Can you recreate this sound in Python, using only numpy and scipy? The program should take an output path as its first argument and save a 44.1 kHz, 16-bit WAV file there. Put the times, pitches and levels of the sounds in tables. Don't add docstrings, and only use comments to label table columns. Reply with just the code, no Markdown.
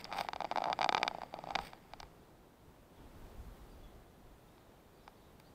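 import sys
import numpy as np
from scipy import signal
from scipy.fft import rfft, irfft, next_fast_len
from scipy.io import wavfile
from scipy.ndimage import map_coordinates

SR = 44100
rng = np.random.default_rng(int(sys.argv[2]) if len(sys.argv) > 2 else 0)


def generate_wav(signal):
    frames = np.transpose(np.atleast_2d(signal))
    scaled = np.clip(frames, -1, 1) * 32767
    pcm = np.round(scaled).astype(np.int16)
    wavfile.write(sys.argv[1], SR, pcm)


N = 244314

# time_s, level_db
GRIP_PRESSURE = [(0, -59.5), (.2, -54), (.32, -65), (.56, -57), (.9, -58.5), (1.15, -56), (1.3, -63),
                 (1.57, -54.5), (1.68, -57), (1.82, -68), (2.05, -65.5), (2.25, -84)]
# frequency_hz, level_db
HISS_SPECTRUM = [(2000, -8), (8000, -0.5), (12500, 2), (14400, 3), (15600, 2)]


def amp(db):
    return 10 ** (np.asarray(db) / 20)


def unit(x):
    return x / np.sqrt(np.mean(x ** 2) + 1e-20)


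def curve(points):
    time_s, values = np.transpose(points)
    return np.interp(np.arange(N) / SR, time_s, values)


def wobble(rate):
    points = rng.standard_normal(int(N * rate / SR) + 4)
    return map_coordinates(points, [np.arange(N) * rate / SR])


def filtered(x, response):
    size = next_fast_len(N + SR // 2)
    return irfft(rfft(x, size) * response(np.fft.rfftfreq(size, 1 / SR)), size)[:N]


def noise(spectrum):
    points_hz, db = np.transpose(spectrum)
    white = rng.standard_normal(N)
    return unit(filtered(white, lambda hz: amp(np.interp(np.log(hz + 1), np.log(points_hz), db))))


def swells(rows):
    t = np.arange(N) / SR
    return sum(amp(db) * np.exp(-.5 * ((t - middle) / width) ** 2) for middle, width, db in rows)


def bursts(start_s, level_db, fade_s):
    kicks = np.bincount(np.round(start_s * SR).astype(int), amp(level_db), N)
    fade = amp(-60 * np.arange(SR // 4) / SR / fade_s)
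    return signal.fftconvolve(kicks, fade)[:N]


def electronics(level_db=-79.5, whine_db=-6):
    # pitch_hz, level_db
    tones = [(12780, -7), (12878, -6)]
    t = np.arange(N) / SR
    whine = sum(amp(db) * np.sin(2 * np.pi * (hz * t + rng.random())) for hz, db in tones)
    return amp(level_db) * (noise(HISS_SPECTRUM) + amp(whine_db) * whine)


def meadow(buffet_db=-1, air_db=6.5, grass_db=-8, grass_growth=1.66, lumps_db=2, drift_db=0.5):
    # time_s, level_db
    breeze_points = [(2.2, -68), (2.49, -69.5), (2.92, -68), (3.19, -65), (3.53, -64.5), (4.2, -68.5),
                     (4.48, -67), (4.63, -68), (5.54, -67.5)]
    # frequency_hz, level_db
    buffet_spectrum = [(12, -43), (20, 3.5), (59, 3), (107, -9), (250, -20), (320, -42), (550, -120)]
    # frequency_hz, level_db
    air_spectrum = [(35, -22), (60, -11.5), (108, -9.5), (260, -11.5), (380, -12), (468, -14), (542, -15.5),
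                    (825, -17.5), (2260, -31), (3430, -33), (5920, -40), (9000, -43), (11700, -99),
                    (19800, -120)]
    # middle_s, half_width_s, level_db
    thumps = [(1.59, .04, -56), (2.03, .06, -59), (2.67, 0.02, -59), (3.03, 0.021, -54),
              (3.2, 0.066, -53.5), (3.43, 0.044, -48), (3.8, .15, -57.5), (4.28, .04, -63)]
    breeze_db = curve(breeze_points)
    peak_db = breeze_db.max()
    buffet = unit(amp(lumps_db * wobble(30)) * noise(buffet_spectrum))
    air = amp(breeze_db + air_db + drift_db * wobble(8)) * noise(air_spectrum)
    grass = amp(peak_db + grass_db + grass_growth * (breeze_db - peak_db)) * noise(HISS_SPECTRUM)
    return (amp(breeze_db + buffet_db) + swells(thumps)) * buffet + air + grass


def twitter(centre_hz=3750, sweep=0.082, level_db=-85, flutter_db=4):
    rise_db = curve([(2.6, -3), (3.4, 0), (4.6, 1.5)])
    pitch_hz = centre_hz * np.exp(sweep * wobble(110))
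    tone = np.sin(2 * np.pi * np.cumsum(pitch_hz) / SR)
    return amp(level_db + rise_db) * unit(amp(flutter_db * wobble(30)) * tone)


def birds(note_s=0.043, waver=0.022, direct_db=-5, echo_db=-2, echo_fade_s=0.39):
    # start_s, start_hz, end_hz, level_db
    notes = [(2.951, 3600, 3220, -72), (3.695, 4900, 4600, -70), (3.82, 3460, 3220, -66),
             (4.47, 3500, 3960, -75), (4.941, 4900, 4320, -71), (5.015, 5650, 4820, -71),
             (5.16, 4330, 4650, -72), (5.216, 4160, 3600, -73), (5.44, 4300, 4750, -69)]
    t, song = np.arange(N) / SR, np.zeros(N)
    bend = 1 + waver * wobble(97)
    for start_s, start_hz, end_hz, db in notes:
        progress = np.clip((t - start_s) / note_s, 0, 1)
        pitch_hz = (start_hz + (end_hz - start_hz) * progress) * bend
        song += amp(db) * np.sin(np.pi * progress) * np.sin(2 * np.pi * np.cumsum(pitch_hz) / SR)
    tail = rng.standard_normal(SR // 2) * amp(-60 * t[:SR // 2] / echo_fade_s)
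    echo = signal.fftconvolve(song + twitter(), tail / np.linalg.norm(tail))[:N]
    return amp(direct_db) * song + amp(echo_db) * echo


def hand(roughness_db=4.8):
    # frequency_hz, level_db
    rumble_spectrum = [(30, -2), (100, -14), (170, 1.5), (300, -7), (500, -5), (900, -7), (3000, -70)]
    # middle_s, half_width_s, level_db
    glides = [(.005, 0.0078, -50.5), (0.194, 0.036, -50.5), (1.65, 0.031, -53)]
    # frequency_hz, level_db
    swish_spectrum = [(800, -3.5), (1600, -3), (2200, 6), (2900, -2), (3700, 0), (4150, -9), (4650, 3.5),
                      (6500, -18), (7600, -18), (8500, -4), (9500, -19.5), (15000, -13.5)]
    rumble = amp(curve(GRIP_PRESSURE)) * noise(rumble_spectrum)
    roughness = unit(amp(roughness_db * wobble(300)))
    return rumble + swells(glides) * roughness * noise(swish_spectrum)


def skin_drag(slips, scrape_db=-3, skid_db=-23, skid_fade_s=0.085, rise_s=0.014, fall_s=0.024):
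    # start_s, end_s, level_db
    strokes = [(0.099, 0.213, -51), (0.557, 0.69, -57.5), (0.823, 1.065, -62), (1.342, 1.374, -52.5),
               (1.504, 1.623, -53)]
    # frequency_hz, level_db
    rub_spectrum = [(450, -26), (600, -2.5), (790, 26), (1050, 3), (1300, 14.5), (1900, -76)]
    # frequency_hz, level_db
    scrape_spectrum = [(900, 5.5), (1600, 3.5), (2150, 4), (2800, -4), (3700, -4), (4150, -12),
                       (4650, -0.5), (6000, -18), (8400, -13), (10000, -54), (15000, -48)]
    t = np.arange(N) / SR
    stroking = sum(amp(db) * np.exp(np.minimum(t - start, 0) / rise_s - np.maximum(t - end, 0) / fall_s)
                   for start, end, db in strokes)
    start_s, knock_db, _, _ = slips.T
    skidding = bursts(start_s, knock_db + skid_db, skid_fade_s)
    grains = unit(amp(3 * wobble(500)))
    rub = (stroking + skidding) * noise(rub_spectrum)
    scrape = amp(curve(GRIP_PRESSURE) + scrape_db) * noise(scrape_spectrum)
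    return grains * (rub + scrape)


def fingernail(level_db=-2, ring_fade_s=0.0092, crack_fade_s=0.0064):
    # start_s, ring_db, crack_db
    catches = [(.0442, -31.5, -62), (0.209, -45, -38.5), (2.0017, -33.5, -65), (5.3994, -66, -50)]
    # frequency_hz, level_db
    ring_spectrum = [(1000, -23), (3300, -12.5), (5000, 9), (6500, -24), (9000, -32.5)]
    # frequency_hz, level_db
    crack_spectrum = [(1000, -3), (9000, -3), (15000, 0)]
    start_s, ring_db, crack_db = np.transpose(catches)
    ring = bursts(start_s, ring_db + level_db, ring_fade_s) * noise(ring_spectrum)
    crack = bursts(start_s, crack_db + level_db, crack_fade_s) * noise(crack_spectrum)
    return ring + crack


def stick_slip(jitter_s=0.00041, scatter_db=0.5, tick_growth=0.86):
    # start_s, knock_db, brightness_db
    snaps = [(.0521, -41.5, 9.5), (.1158, -33.5, -7), (.1259, -30, 3), (.134, -44.5, 15), (.185, -36, 10.5),
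             (.1887, -27.5, 2.5), (.2024, -38, 6), (.2097, -25.5, 3.5), (.2477, -35, -9), (.2868, -27, 1),
             (.333, -30.5, 5), (.3606, -30.5, 0.5), (.4047, -27, -2.5), (.4189, -29.5, -2),
             (.4445, -26.5, -6), (.4505, -29.5, -1.5), (.5132, -25, 0), (.5217, -29.5, -7),
             (.5591, -23.5, -4), (.5733, -23, -2), (.5826, -24, -3.5), (.6046, -32.5, -7),
             (.6196, -24.5, -10), (.6404, -26, 3.5), (.6563, -24.5, -12), (.6998, -22.5, -11),
             (.7288, -26, 7.5), (.7898, -23.5, -4.5), (.8087, -23, -10), (.8151, -26.5, 7.5),
             (.8293, -26.5, 7.5), (.8439, -23, 6), (.861, -23, -13), (.8911, -18.5, 5.5), (.925, -22, -0.5),
             (.9473, -21.5, 7.5), (.968, -24, -4), (.9762, -27, -3), (.9793, -26.5, 5.5), (1.0305, -27, 14),
             (1.0785, -27, 12.5), (1.2175, -32.5, -5), (1.2339, -31.5, -6), (1.3404, -28.5, -4.5),
             (1.3888, -31, -7), (1.439, -33, -6.5), (1.5062, -30.5, -1), (1.5529, -36, 19.5),
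             (1.5565, -24.5, 7.5), (1.5886, -26.5, 1), (1.7329, -41, 3.5), (1.9353, -37.5, 4),
             (2.0028, -39.5, 5), (2.0299, -39.5, 2), (4.5805, -60, 9), (5.0783, -42.5, 3),
             (5.4003, -53.5, 8)]
    # start_s, end_s, gap_s, knock_db, brightness_db
    runs = [(0.1454, .181, .0103, -35.5, -2), (0.6664, 0.688, 0.006, -27.5, -16),
            (.7083, .719, 0.0078, -28.5, -23), (.9982, 1.073, 0.017, -29, -13),
            (1.112, 1.2, .0363, -31.5, -12), (1.4716, 1.495, .0171, -32.5, -10)]
    rows = list(snaps)
    for start_s, end_s, gap_s, knock_db, brightness_db in runs:
        chance = rng.standard_normal(size=(32, 2))
        for time_s, (late, louder) in zip(np.arange(start_s, end_s, gap_s), chance):
            rows.append((time_s + jitter_s * late, knock_db + scatter_db * louder, brightness_db))
    start_s, knock_db, brightness_db = np.transpose(rows)
    clack_db = knock_db + brightness_db
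    tick_db = knock_db + tick_growth * brightness_db
    return np.column_stack([start_s, knock_db, clack_db, tick_db])


def soften_snaps(x, low_hz=160, high_hz=6000):
    bass_cut = signal.butter(2, low_hz, "high", fs=SR, output="sos")
    treble_cut = signal.butter(7, high_hz, fs=SR, output="sos")
    return signal.sosfilt(np.vstack([bass_cut, treble_cut]), x)


def grit(slips, level_db=-11, fade_s=0.009):
    # frequency_hz, level_db
    crackle_spectrum = [(400, -25), (1050, -34), (1750, 3.5), (2400, 21), (4000, -17), (5300, -20),
                        (6500, -12), (8400, 31.5), (9500, -59)]
    start_s, _, clack_db, tick_db = slips.T
    return bursts(start_s, (clack_db + tick_db) / 2 + level_db, fade_s) * noise(crackle_spectrum)


def creak(slips, clack_from_hz=1100, tick_from_hz=4200, trims_db=(0, 1, -9), scatter_db=1.85,
          rise_s=0.00006, step_s=0.00021, hard_from_db=-26, extra_ring=0.65):
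    # pitch_hz, level_db, fade_s (time to fall 60 dB)
    casing_tones = [(213, -20, 0.0085), (330, -18.5, 0.019), (553, -18, 0.0089), (728, 3.5, 0.012),
                    (828, 4, 0.0067), (816, -14, 0.031), (1273, -5, 0.029), (1577, 2, 0.012),
                    (2136, 6.5, 0.0055), (2353, 1.5, 0.014), (2854, -1.5, 0.0093), (3230, 1.5, 0.0059),
                    (3573, 1.5, 0.0098), (4620, 10, 0.013), (4820, 7.5, 0.0045), (5800, 10.5, 0.0021),
                    (6500, -2, 0.005), (7650, -25, .005)]
    out, t = np.zeros(N + SR), np.arange(SR // 12) / SR
    pitch_hz, level_db, fade_s = np.transpose(casing_tones)
    group = np.searchsorted([clack_from_hz, tick_from_hz], pitch_hz)
    sign = np.where(group > 0, 1, (-1) ** np.arange(len(pitch_hz)))
    for start_s, knock_db, clack_db, tick_db in slips:
        louder, higher = rng.standard_normal((2, len(pitch_hz)))
        gain = sign * amp(level_db + scatter_db * louder)
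        shifted_hz = pitch_hz * (1 + .009 * higher)
        hardness = np.clip((clack_db - hard_from_db) / 10, 0, 1)
        ring_s = fade_s * (1 + extra_ring * hardness * (group == 0))
        envelope = amp(-60 * t / ring_s[:, None]) * (1 - np.exp(-t / rise_s))
        tones = gain[:, None] * envelope * np.exp(2j * np.pi * shifted_hz[:, None] * t)
        for step, db in enumerate([knock_db, clack_db, tick_db]):
            ring = tones[group == step].sum(axis=0)
            first = round((start_s + step * step_s) * SR)
            out[first:first + len(t)] += amp(db + trims_db[step]) * ring.imag / np.abs(ring).max()
    return out[:N]


def scene():
    slips = stick_slip()
    casing = soften_snaps(creak(slips) + grit(slips))
    handling = casing + fingernail() + skin_drag(slips) + hand()
    return (handling + meadow() + birds() + electronics())[None]


def record(dry):
    top_hz = 15650
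    return np.array([filtered(channel, lambda hz: hz < top_hz) for channel in dry])


dry = scene()
out = record(dry)
generate_wav(out)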